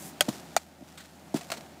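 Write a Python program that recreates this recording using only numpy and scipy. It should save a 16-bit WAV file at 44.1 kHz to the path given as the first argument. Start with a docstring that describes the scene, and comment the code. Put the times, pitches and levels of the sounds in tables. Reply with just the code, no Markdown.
"""A ski hisses over powder on a snowy slope. A skier knocks the shell of a raised plastic boot with
a pole: a crack, a short ring, chattering buckles. Loosened snow thuds down and trickles in crumbs.
A second, more damped knock lands on the sole, and the pole tip digs into packed snow. The boot comes
down on the ski with a thump, then scuffs over the binding, icy grit exciting their resonances.
A faint outdoor rumble and a low hum lie under it all."""
import sys
import numpy as np
from scipy import signal
from scipy.fft import rfft, irfft
from scipy.io import wavfile

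SR = 44100
rng = np.random.default_rng(int(sys.argv[2]) if len(sys.argv) > 2 else 0)


def materialize(psi):
    """Save the field psi as 16-bit PCM at rate SR to the path in sys.argv[1].

    A 1-D psi becomes a single channel; in a 2-D psi each row is a channel.
    """
    bounded = np.clip(np.atleast_2d(psi).T, -1, 1)
    quanta = np.round(bounded * 32767).astype(np.int16)
    wavfile.write(sys.argv[1], SR, quanta)


N = 79380
TIME = np.arange(N) / SR

# ring of the plastic shell and of the more damped sole: f/Hz, relative level/dB, t60/s
SHELL_MODES = [(598, -15, 0.047), (783, -22.5, 0.042), (1283, -20.5, 0.029), (1513, -22.5, 0.044),
               (1620, -22.5, 0.0233), (1950, -31, 0.023), (2490, -27, 0.023), (3260, -9, 0.018),
               (4100, -27, 0.024), (4790, -19, 0.023), (6860, -18.5, 0.025), (8560, -13.5, 0.01),
               (11100, -18, 0.011), (12240, -15.5, 0.0071)]
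SOLE_MODES = [(677, -6.5, 0.017), (816, -8, 0.014), (1350, -15.5, 0.012), (1980, -23.5, 0.019),
              (3670, -24.5, 0.014), (6200, -14, 0.0048), (6930, -17, 0.013), (8660, -19, 0.004),
              (10500, -26.5, 0.0066), (12900, -19, 0.0023)]
SHELL_AT_S, SOLE_AT_S, SOLE_GAIN_DB = .2081, .565, 2
# crack of each pole hit: t/s, level/dB, t60/s
CRACKS = [(0.2077, -14.5, 0.026), (0.566, -21, 0.017)]
# buckle chatter just after each hit: t/s, gain/dB, pitch factor
CHATTERS = [(0.218, -28, .95), (.2235, -34, 1.4), (0.5715, -26, 1.0), (0.5741, -34, 0.516),
            (0.577, -37, 1.5)]
CHATTER_GRIT_DB, CHATTER_T60_S = -3.5, 0.024
# ring of a buckle: f/Hz, relative level/dB, t60/s
BUCKLE_MODES = [(2350, -4.5, .02), (4230, -0.5, 0.013), (4640, 0.5, 0.017), (7600, -12, 0.011)]
# soft landings of snow and boot: t/s, gain/dB, pitch factor, contact time/s
THUMPS = [(0.282, -13.5, 0.888, .0012), (0.2919, -23.5, 0.936, 0.00073), (.806, -35.5, 0.99, .0016),
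          (0.821, -34.5, 0.91, 0.00073), (1.341, -12.5, 1.012, .0011), (1.355, -24, 1.01, 0.00042),
          (1.577, -36, 0.853, 0.00095)]
# ring of the ski lying on snow: f/Hz, relative level/dB, t60/s
SKI_MODES = [(154, -12, 0.076), (219, -3.5, .04), (288.6, -0.5, 0.041), (363.5, -6, 0.038),
             (664, -8, 0.038), (900, -13.5, 0.027), (1240, -27, 0.043)]
# resonances of boot and binding: f/Hz, bandwidth/Hz, gain/dB
BINDING_RESONANCES = [(679, 65, 8.5), (1370, 55, -2), (2150, 260, -1.5), (4210, 240, 2.5)]

# bursts of sole scuffing, snow crunching and pole tip digging: t/s, level/dB, attack/s, t60/s
SCUFFS = [(1.408, -39.5, 0.0034, 0.054), (1.5015, -32.5, 0.0011, 0.039), (1.5167, -28, 0.0016, 0.062),
          (1.538, -42.5, 0.00034, 0.11), (1.564, -43.5, 0.013, 0.053), (1.608, -46.5, .001, 0.023),
          (1.659, -52, .001, .03)]
CRUNCHES = [(.22, -48.5, .005, 0.4), (.58, -51, .004, 0.25), (.284, -32, 0.0038, 0.071),
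            (.3, -47.5, 0.046, 0.23), (.86, -60, 0.025, 0.16), (1.341, -37, 0.0029, 0.22),
            (1.359, -42, 0.0064, 0.096), (1.515, -53, 0.003, 0.12)]
DIGS = [(.975, -43.5, 0.0016, 0.17), (.997, -52.5, .012, 0.05), (1.045, -55.5, 0.011, 0.11)]
GRAINS_PER_S, CRUMBS_PER_S, GRAIN_SPREAD_DB = 7700, 800, 3.5
# fader curves of the sliding ski, falling crumbs and outdoor rumble: t/s, level/dB
SLIDE_FADER = [(0, -46.5), (.085, -45.5), (.13, -64), (.2, -71), (.45, -64), (.55, -65), (.7, -71),
               (1.3, -66), (1.6, -63), (1.8, -75)]
CRUMB_FADER = [(0, -102), (.23, -51), (.35, -48), (.45, -59), (.62, -58.5), (.75, -70.5), (.9, -59.5),
               (1.05, -57.5), (1.25, -71), (1.45, -51.5), (1.65, -65), (1.8, -79)]
RUMBLE_FADER = [(0, -45.5), (.15, -47.5), (.4, -48), (.55, -49), (.62, -57.5), (.69, -54), (.77, -55),
                (.92, -53.5), (1.1, -54), (1.24, -52), (1.45, -50.5), (1.6, -49), (1.8, -50.5)]
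HUM_HZ, HUM_DB = 79.9, -64.5

# tone colour of each noise layer: f/Hz, relative level/dB
CRACK_COLOUR = [(100, -6), (350, 2), (1000, -0.5), (2200, 2.5), (5500, -1.5), (8500, 1.5), (12500, -14),
                (15500, -9)]
SCUFF_COLOUR = [(150, -2), (450, 3.5), (660, 1.5), (1000, -0.5), (2200, -3), (5000, -6), (7500, -5),
                (10000, -13.5), (15000, -17.5)]
SNOW_COLOUR = [(300, 6), (700, 5.5), (1100, 4), (1900, 0), (4500, 0.5), (7500, -1), (10000, -6),
               (15000, -11)]
DIG_COLOUR = [(900, -7), (1700, 7.5), (2600, -1), (3800, 5.5), (5500, -5.5), (8000, -1.5), (10000, -12),
              (15000, -12)]
SLIDE_COLOUR = [(500, -5), (2000, -3.5), (4500, 0), (7500, 7.5), (10000, 5.5), (15500, 0.5)]
RUMBLE_COLOUR = [(30, -22), (55, -53), (80, -14), (115, -12), (160, 1), (220, -2.5), (270, -3), (350, -5.5),
                 (445, -12.5), (580, -7.5), (760, -6), (1050, -17), (1500, -16), (2700, -21), (7500, -27),
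                 (10000, -33), (15000, -33)]
BOOT_LOW_CUT_HZ, FOREGROUND_LOW_CUT_HZ, HIGH_CUT_HZ = 610, 91, 15500


def boot_knocks():
    """The pole hits shell, then sole: each gives a crack, a short ring and chattering buckles."""
    shell = struck(SHELL_AT_S, SHELL_MODES)
    sole = from_db(SOLE_GAIN_DB) * struck(SOLE_AT_S, SOLE_MODES)
    ring = low_cut(shell + sole, BOOT_LOW_CUT_HZ, order=2)  # the ring keeps little bass
    buckles = sum(from_db(db) * struck(start, BUCKLE_MODES, pitch) for start, db, pitch in CHATTERS)
    crack_envelope = sum(from_db(db) * decay(start, t60) for start, db, t60 in CRACKS)
    grit_envelope = sum(from_db(db + CHATTER_GRIT_DB) * decay(start, CHATTER_T60_S)
                        for start, db, _ in CHATTERS)
    noise = coloured(rng.standard_normal(N), CRACK_COLOUR)
    return ring + buckles + (crack_envelope + grit_envelope) * noise


def ski_thumps():
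    """Snow and boot land on the snow-damped ski; the longer the contact, the duller the thump."""
    thumps = np.zeros(N)
    for start, db, pitch, contact_s in THUMPS:
        push = np.sin(np.pi * np.minimum(TIME / contact_s, 1)) ** 2
        ring = struck(start, SKI_MODES, pitch)
        thumps += from_db(db) * signal.fftconvolve(ring, push / push.sum())[:N]
    return thumps


def binding_scuffs():
    """Icy grit between sole and binding excites their resonances."""
    grit = bursts(SCUFFS) * grains(SCUFF_COLOUR, GRAINS_PER_S)
    body = sum(from_db(db) * signal.lfilter(*signal.iirpeak(hz, hz / width, fs=SR), grit)
               for hz, width, db in BINDING_RESONANCES)
    return grit + body


def snow():
    """Snow crunches under landings and the pole tip, hisses under a sliding ski and falls in crumbs."""
    crunch = bursts(CRUNCHES) * grains(SNOW_COLOUR, GRAINS_PER_S)
    dig = bursts(DIGS) * grains(DIG_COLOUR, GRAINS_PER_S)
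    slide = fader(SLIDE_FADER) * grains(SLIDE_COLOUR, GRAINS_PER_S)
    crumbs = fader(CRUMB_FADER) * grains(SNOW_COLOUR, CRUMBS_PER_S)
    return crunch + dig + slide + crumbs


def outdoor_bed():
    """Distant rumble of the slope and a steady low hum."""
    rumble = fader(RUMBLE_FADER) * coloured(rng.standard_normal(N), RUMBLE_COLOUR)
    hum = from_db(HUM_DB) * unit_rms(np.sin(2 * np.pi * HUM_HZ * TIME))
    return rumble + hum


def struck(start, modes, pitch=1):
    """Damped modes of alternating sign, set off by one blow."""
    ring = np.zeros(N)
    for k, (hz, db, t60) in enumerate(modes):
        tone = np.sin(2 * np.pi * hz * pitch * (TIME - start))
        ring += (-1) ** k * from_db(db) * decay(start, t60) * tone
    return ring


def grains(colour, per_s):
    """Snow crystals fracture at random moments, in tiny clicks of uneven size."""
    sizes = from_db(GRAIN_SPREAD_DB * np.minimum(rng.exponential(1, N), 4))
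    signs = rng.choice([-1, 1], N)
    fractures = rng.random(N) < per_s / SR
    return coloured(sizes * signs * fractures, colour)


def bursts(rows):
    """Envelope of bursts, each with a linear attack and an exponential tail."""
    envelope = np.zeros(N)
    for start, db, attack, t60 in rows:
        rise = np.clip((TIME - start) / attack, 0, 1)
        tail = from_db(-60 * np.maximum(TIME - start - attack, 0) / t60)
        envelope += from_db(db) * rise * tail
    return envelope


def decay(start, t60):
    """Envelope with an instant attack, falling 60 dB in t60 seconds."""
    return (TIME >= start) * from_db(-60 * np.maximum(TIME - start, 0) / t60)


def fader(points):
    """Ride the gain through points of t/s, level/dB."""
    return from_db(np.interp(TIME, *np.transpose(points)))


def coloured(noise, colour):
    """EQ a noise to a tone colour, at unit rms."""
    hz, db = np.transpose(colour)
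    bin_hz = np.maximum(np.arange(N // 2 + 1) * SR / N, 1)
    eq = from_db(np.interp(np.log(bin_hz), np.log(hz), db))
    return unit_rms(irfft(rfft(noise) * eq, N))


def low_cut(x, hz, order):
    """Roll off the bass."""
    return signal.sosfilt(signal.butter(order, hz, "high", fs=SR, output="sos"), x)


def from_db(db):
    """Decibels to gain."""
    return 10 ** (np.asarray(db) / 20)


def unit_rms(x):
    """Scale to an rms of 1."""
    return x / np.sqrt(np.mean(x ** 2) + 1e-20)


def scene():
    """Boot, ski and snow over the outdoor bed, in mono and dry as open air."""
    foreground = boot_knocks() + ski_thumps() + snow() + binding_scuffs()
    return (low_cut(foreground, FOREGROUND_LOW_CUT_HZ, order=3) + outdoor_bed())[None]


def record(dry):
    """A steep high cut takes off the very top."""
    return signal.sosfilt(signal.ellip(10, .1, 80, HIGH_CUT_HZ, fs=SR, output="sos"), dry)


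dry = scene()
out = record(dry)
materialize(out)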